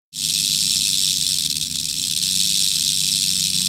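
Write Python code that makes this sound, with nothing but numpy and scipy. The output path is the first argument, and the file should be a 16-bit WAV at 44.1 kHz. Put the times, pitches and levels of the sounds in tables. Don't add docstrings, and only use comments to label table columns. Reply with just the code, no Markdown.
import sys
import numpy as np
from scipy import signal
from scipy.fft import rfft, irfft
from scipy.io import wavfile
from scipy.ndimage import uniform_filter1d, minimum_filter1d

SR = 44100
rng = np.random.default_rng(int(sys.argv[2]) if len(sys.argv) > 2 else 0)


def inscribe(sig):
    pcm = np.round(np.clip(np.atleast_2d(sig).T, -1, 1) * 32767)
    wavfile.write(sys.argv[1], SR, pcm.astype(np.int16))


N = 162288
T = np.arange(N) / SR


def amp(db):
    return 10 ** (np.asarray(db) / 20)


def unit(x):
    return x / np.sqrt(np.mean(x ** 2) + 1e-20)


def read(points, hz):
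    f, value = np.transpose(points)
    return np.interp(np.log(hz + 1), np.log(f), value)


def curve(table, column):
    table = np.array(table)
    return np.interp(T, table[:, 0], table[:, column + 1])


def colour(x, points):
    log_gain = np.log(amp(read(points, abs(np.fft.fftfreq(4096, 1 / SR)))))
    taps = np.fft.ifft(np.exp(np.conj(signal.hilbert(log_gain)))).real
    return signal.oaconvolve(x, taps[:len(taps) // 2])[:N]


def noise(points):
    gain = amp(read(points, np.fft.rfftfreq(N, 1 / SR)))
    return unit(irfft(rfft(rng.standard_normal(N)) * gain, N))


def drift(rate_hz):
    f = np.fft.rfftfreq(N, 1 / SR)
    gain = (f > 0) * np.exp(-(f / rate_hz) ** 2)
    return unit(irfft(rfft(rng.standard_normal(N)) * gain, N))


# (frequency [Hz], relative level [dB per Hz])
RUMBLE_COLOUR = [(15, -18), (40, 0), (80, -13), (110, 0), (170, -5), (250, -3.5), (330, -12), (430, -16.5),
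                 (550, -22.5), (900, -28.5), (3000, -15)]
RUMBLE_DB, GUST_DB = -42, -0.4


def wind():
    return amp(RUMBLE_DB + GUST_DB * drift(4)) * noise(RUMBLE_COLOUR)


# (frequency [Hz], relative level [dB per Hz])
AIR_COLOUR = [(100, -21), (300, 4), (500, 0), (800, -2), (1500, -27), (8000, -39)]
AIR_SIDE_DB = -66


def air():
    return amp(AIR_SIDE_DB) * noise(AIR_COLOUR)


# (order [cycles], relative level [dB])
ENGINE_A_ORDERS = [(3, -4), (5, 1.5), (7, -12.5), (8, -10), (9, -8.5), (10, -15.5), (12, -19.5),
                   (13, -23.5), (15, -22)]
ENGINE_B_ORDERS = [(2.5, -10), (3, -12.5), (5, -11), (6, -1), (7, -14.5), (9, -4.5), (10, -21.5), (13, -31)]
ENGINE_A_HZ, ENGINE_A_DB = 30.4, -43.5
ENGINE_B_HZ, ENGINE_B_DB = 26.59, -42
ENGINE_WANDER, ENGINE_FADING_DB = 0.0022, 2.5


def engine(cycle_hz, orders, level_db):
    turns = np.cumsum(cycle_hz * (1 + ENGINE_WANDER * drift(4.0))) / SR
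    total = np.zeros(N)
    for order, db in orders:
        fading = amp(db + ENGINE_FADING_DB * drift(2.0))
        total += fading * np.sin(2 * np.pi * (order * turns + rng.random()))
    return amp(level_db) * unit(total)


# (time [s], level [dB])
DRONE_LEVEL = [(.2, -54), (.6, -43), (.9, -47.5), (1.35, -52), (2.05, -49), (2.39, -38), (2.75, -50),
               (3.25, -42), (3.66, -37)]
DRONE_ORDER = 6


def drone():
    turns = np.cumsum(DRONE_ORDER * ENGINE_A_HZ * (1 + ENGINE_WANDER * drift(2.6))) / SR
    return amp(curve(DRONE_LEVEL, 0)) * unit(np.sin(2 * np.pi * (turns + rng.random())))


# (frequency [Hz], time to fall 60 dB [s])
SCATTER_T60 = [(500, 0.042), (4000, 0.034), (14000, 0.017)]
SCATTER_DB, SCATTER_WIDTH = -21, 0.22


def scatter(x):
    hz, t, grains = signal.stft(rng.standard_normal(SR // 4), SR, nperseg=256)
    decay = np.exp(-np.log(1000) * t / read(SCATTER_T60, hz)[:, None])
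    tail = signal.istft(grains * decay, SR, nperseg=256)[1]
    return amp(SCATTER_DB) * signal.oaconvolve(x, tail / np.linalg.norm(tail))[:N]


# (time [s], tail rate [Hz], rate of the rattle's own swing [Hz], share of that swing [0-1])
SHAKING = [(0.12, 99.7, 79.6, 0.1), (0.22, 100.6, 80.9, 0.12), (0.33, 100.2, 79.3, 0.48),
           (0.45, 99.3, 66.6, 0.14), (0.6, 102.0, 74.1, 0.35), (0.72, 97.9, 81.2, 0.18),
           (0.9, 98.0, 78.3, 0.18), (1.08, 95.5, 81.5, 0.17), (1.2, 94.8, 73.8, 0.4),
           (1.33, 91.6, 75.7, 0.28), (1.46, 96.1, 77.3, 0.71), (1.58, 87.3, 71.3, 0.5),
           (1.72, 93.0, 67.7, 0.53), (1.9, 90.6, 72.3, 0.55), (2.04, 93.8, 68.1, 0.27),
           (2.16, 96.9, 79.2, 0.8), (2.3, 95.3, 80.2, 0.0), (2.45, 101.2, 82.7, 0.33),
           (2.6, 98.1, 77.2, 0.0), (2.75, 97.9, 75.2, 0.43), (2.95, 96.0, 71.4, 0.43),
           (3.12, 98.2, 74.1, 0.0), (3.3, 95.6, 69.9, 0.23), (3.5, 95.8, 64.4, 0.34),
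           (3.67, 94.3, 74.9, 0.29)]
# (time [s], relative level [dB])
SHAKING_VIGOUR = [(.12, -2), (.35, 0), (.6, 1.5), (1.1, 1), (1.35, -0.5), (1.5, 1), (1.65, -4), (1.8, -2.5),
                  (1.95, -5), (2.06, -1.5), (2.2, -1), (2.4, 1.7), (2.8, 1), (3.2, 1), (3.66, 0)]
# (time [s], change in level [dB])
SHAKING_LURCHES = [(1.19, -3.5), (1.422, 0), (1.446, -1.5), (1.486, -10.5), (1.507, 0.5), (1.546, -10),
                   (1.557, 2), (1.592, -5.5), (1.62, 1.5), (1.687, -6.5), (1.706, -1), (1.755, 2),
                   (1.798, 1), (1.918, 3.5), (2.097, 1), (2.114, 2.5), (2.14, -2.5), (2.17, 2),
                   (3.52, -3.5)]
LURCH_S = .01
STROKE_RISE_S, STROKE_FALL_S, STROKE_LEAD_S = 0.0017, 0.0028, 0.0012
STROKE_JITTER_S, STROKE_SPREAD_DB = 0.00045, .5
FORCE_POWER = .38
LOOSE_DB, LOOSE_SPREAD_DB, LOOSE_FLICKER_HZ = -20, 6, 111


def strokes():
    tail_hz, swing_hz, share = [curve(SHAKING, column) for column in range(3)]
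    share = np.clip(share, 0, 1)
    tail = np.exp(2j * np.pi * np.cumsum(tail_hz) / SR)
    swing = np.exp(2j * np.pi * np.cumsum(swing_hz) / SR)
    motion = (1 - share) * tail + share * swing
    reach = abs(motion) / np.hypot(share, 1 - share)
    upward = (motion.imag[:-1] < 0) & (motion.imag[1:] >= 0)
    at = np.flatnonzero(upward & (motion.real[1:] > 0))

    late, strong = np.clip(rng.standard_normal((len(at), 2)), -2, 2).T
    shift = ((late * STROKE_JITTER_S - STROKE_LEAD_S) * SR).astype(int)
    hits = np.zeros(N)
    hits[np.clip(at + shift, 0, N - 1)] = reach[at] ** FORCE_POWER * amp(STROKE_SPREAD_DB * strong)
    t = np.arange(-1000, 1001) / SR
    rise = -(t / STROKE_RISE_S) ** 2
    fall = -(abs(t) / STROKE_FALL_S) ** 0.92
    swells = signal.oaconvolve(hits, np.exp(np.where(t < 0, rise, fall)), "same")

    loose = amp(LOOSE_DB + LOOSE_SPREAD_DB * np.clip(drift(LOOSE_FLICKER_HZ), -2, 2))
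    lurch_db = sum(db * np.exp(-((T - s) / LURCH_S) ** 2) for s, db in SHAKING_LURCHES)
    return np.hypot(swells * amp(curve(SHAKING_VIGOUR, 0)), loose) * amp(lurch_db)


# (frequency [Hz], relative level [dB per Hz])
SHELL_COLOUR = [(300, -45.5), (800, -43.5), (1050, -33.5), (2050, -27), (2350, -20), (2620, -9),
                (2820, -14), (3200, -6.5), (3500, 0.8), (3800, -0.5), (4120, 0.1), (5000, -4), (5400, -.3),
                (5850, -7.5), (7000, -8), (7600, -3), (8500, -4), (9300, -10.5), (10400, -11.5),
                (10900, -16.5), (11700, -14.5), (12400, -19), (13600, -18), (15000, -27), (16000, -41)]
RATTLE_DB = -19.5
CLICKS_PER_S, CLICK_SPREAD_DB, SCRAPE_DB = 4500, 2, -7.5
CONTACT_HOLD_S = .009
SEGMENT_T60_S, SEGMENT_RING_DB = 0.0039, 2.5


def rattle(count=32, size=5):
    force = strokes()
    happens = rng.random(N) < CLICKS_PER_S / SR
    sign = rng.choice([-1., 1.], N)
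    strength = amp(CLICK_SPREAD_DB * np.clip(rng.standard_normal(N), -2, 2))
    clicks = unit(happens * sign * strength)

    touching = rng.integers(0, count, N)[(T / CONTACT_HOLD_S).astype(int)]
    contact = (touching + rng.integers(0, size, N)) % count
    t = np.arange(1024) / SR
    out = amp(SCRAPE_DB) * force * rng.standard_normal(N)
    for k in range(count):
        ring = rng.standard_normal(len(t)) * np.exp(-np.log(1000) * t / SEGMENT_T60_S)
        ring *= amp(SEGMENT_RING_DB) / np.linalg.norm(ring)
        ring[0] = 1
        out += signal.oaconvolve(force * clicks * (contact == k), ring)[:N]
    return amp(RATTLE_DB) * unit(colour(out, SHELL_COLOUR))


def scene():
    snake = rattle()
    engine_a = engine(ENGINE_A_HZ, ENGINE_A_ORDERS, ENGINE_A_DB) + drone()
    engine_b = engine(ENGINE_B_HZ, ENGINE_B_ORDERS, ENGINE_B_DB)
    mid = wind() + engine_a + engine_b + scatter(snake) + snake
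    side = air() + SCATTER_WIDTH * scatter(snake)
    return np.array([mid + side, mid - side])


CEILING_DB, LIMITER_S = -3.5, 0.0038


def limit(x):
    size = int(LIMITER_S * SR) | 1
    peak = -minimum_filter1d(-abs(x).max(0), size)
    gain = (1 + (peak / amp(CEILING_DB)) ** 4) ** -.25
    smooth_gain = uniform_filter1d(uniform_filter1d(gain, size // 2), size // 2)
    return x * smooth_gain


START_S, FADE_IN_S = 0.12, 0.13
HISS_DB, EDGE_HZ = -104, 15900


def record(dry):
    fade = np.clip((T - START_S) / FADE_IN_S, 0, 1)
    faded = dry * fade + amp(HISS_DB) * noise(RUMBLE_COLOUR)
    low_pass = signal.firwin(511, EDGE_HZ, window=("kaiser", 9), fs=SR)
    return signal.oaconvolve(limit(faded), low_pass[None], "same")


dry = scene()
out = record(dry)
inscribe(out)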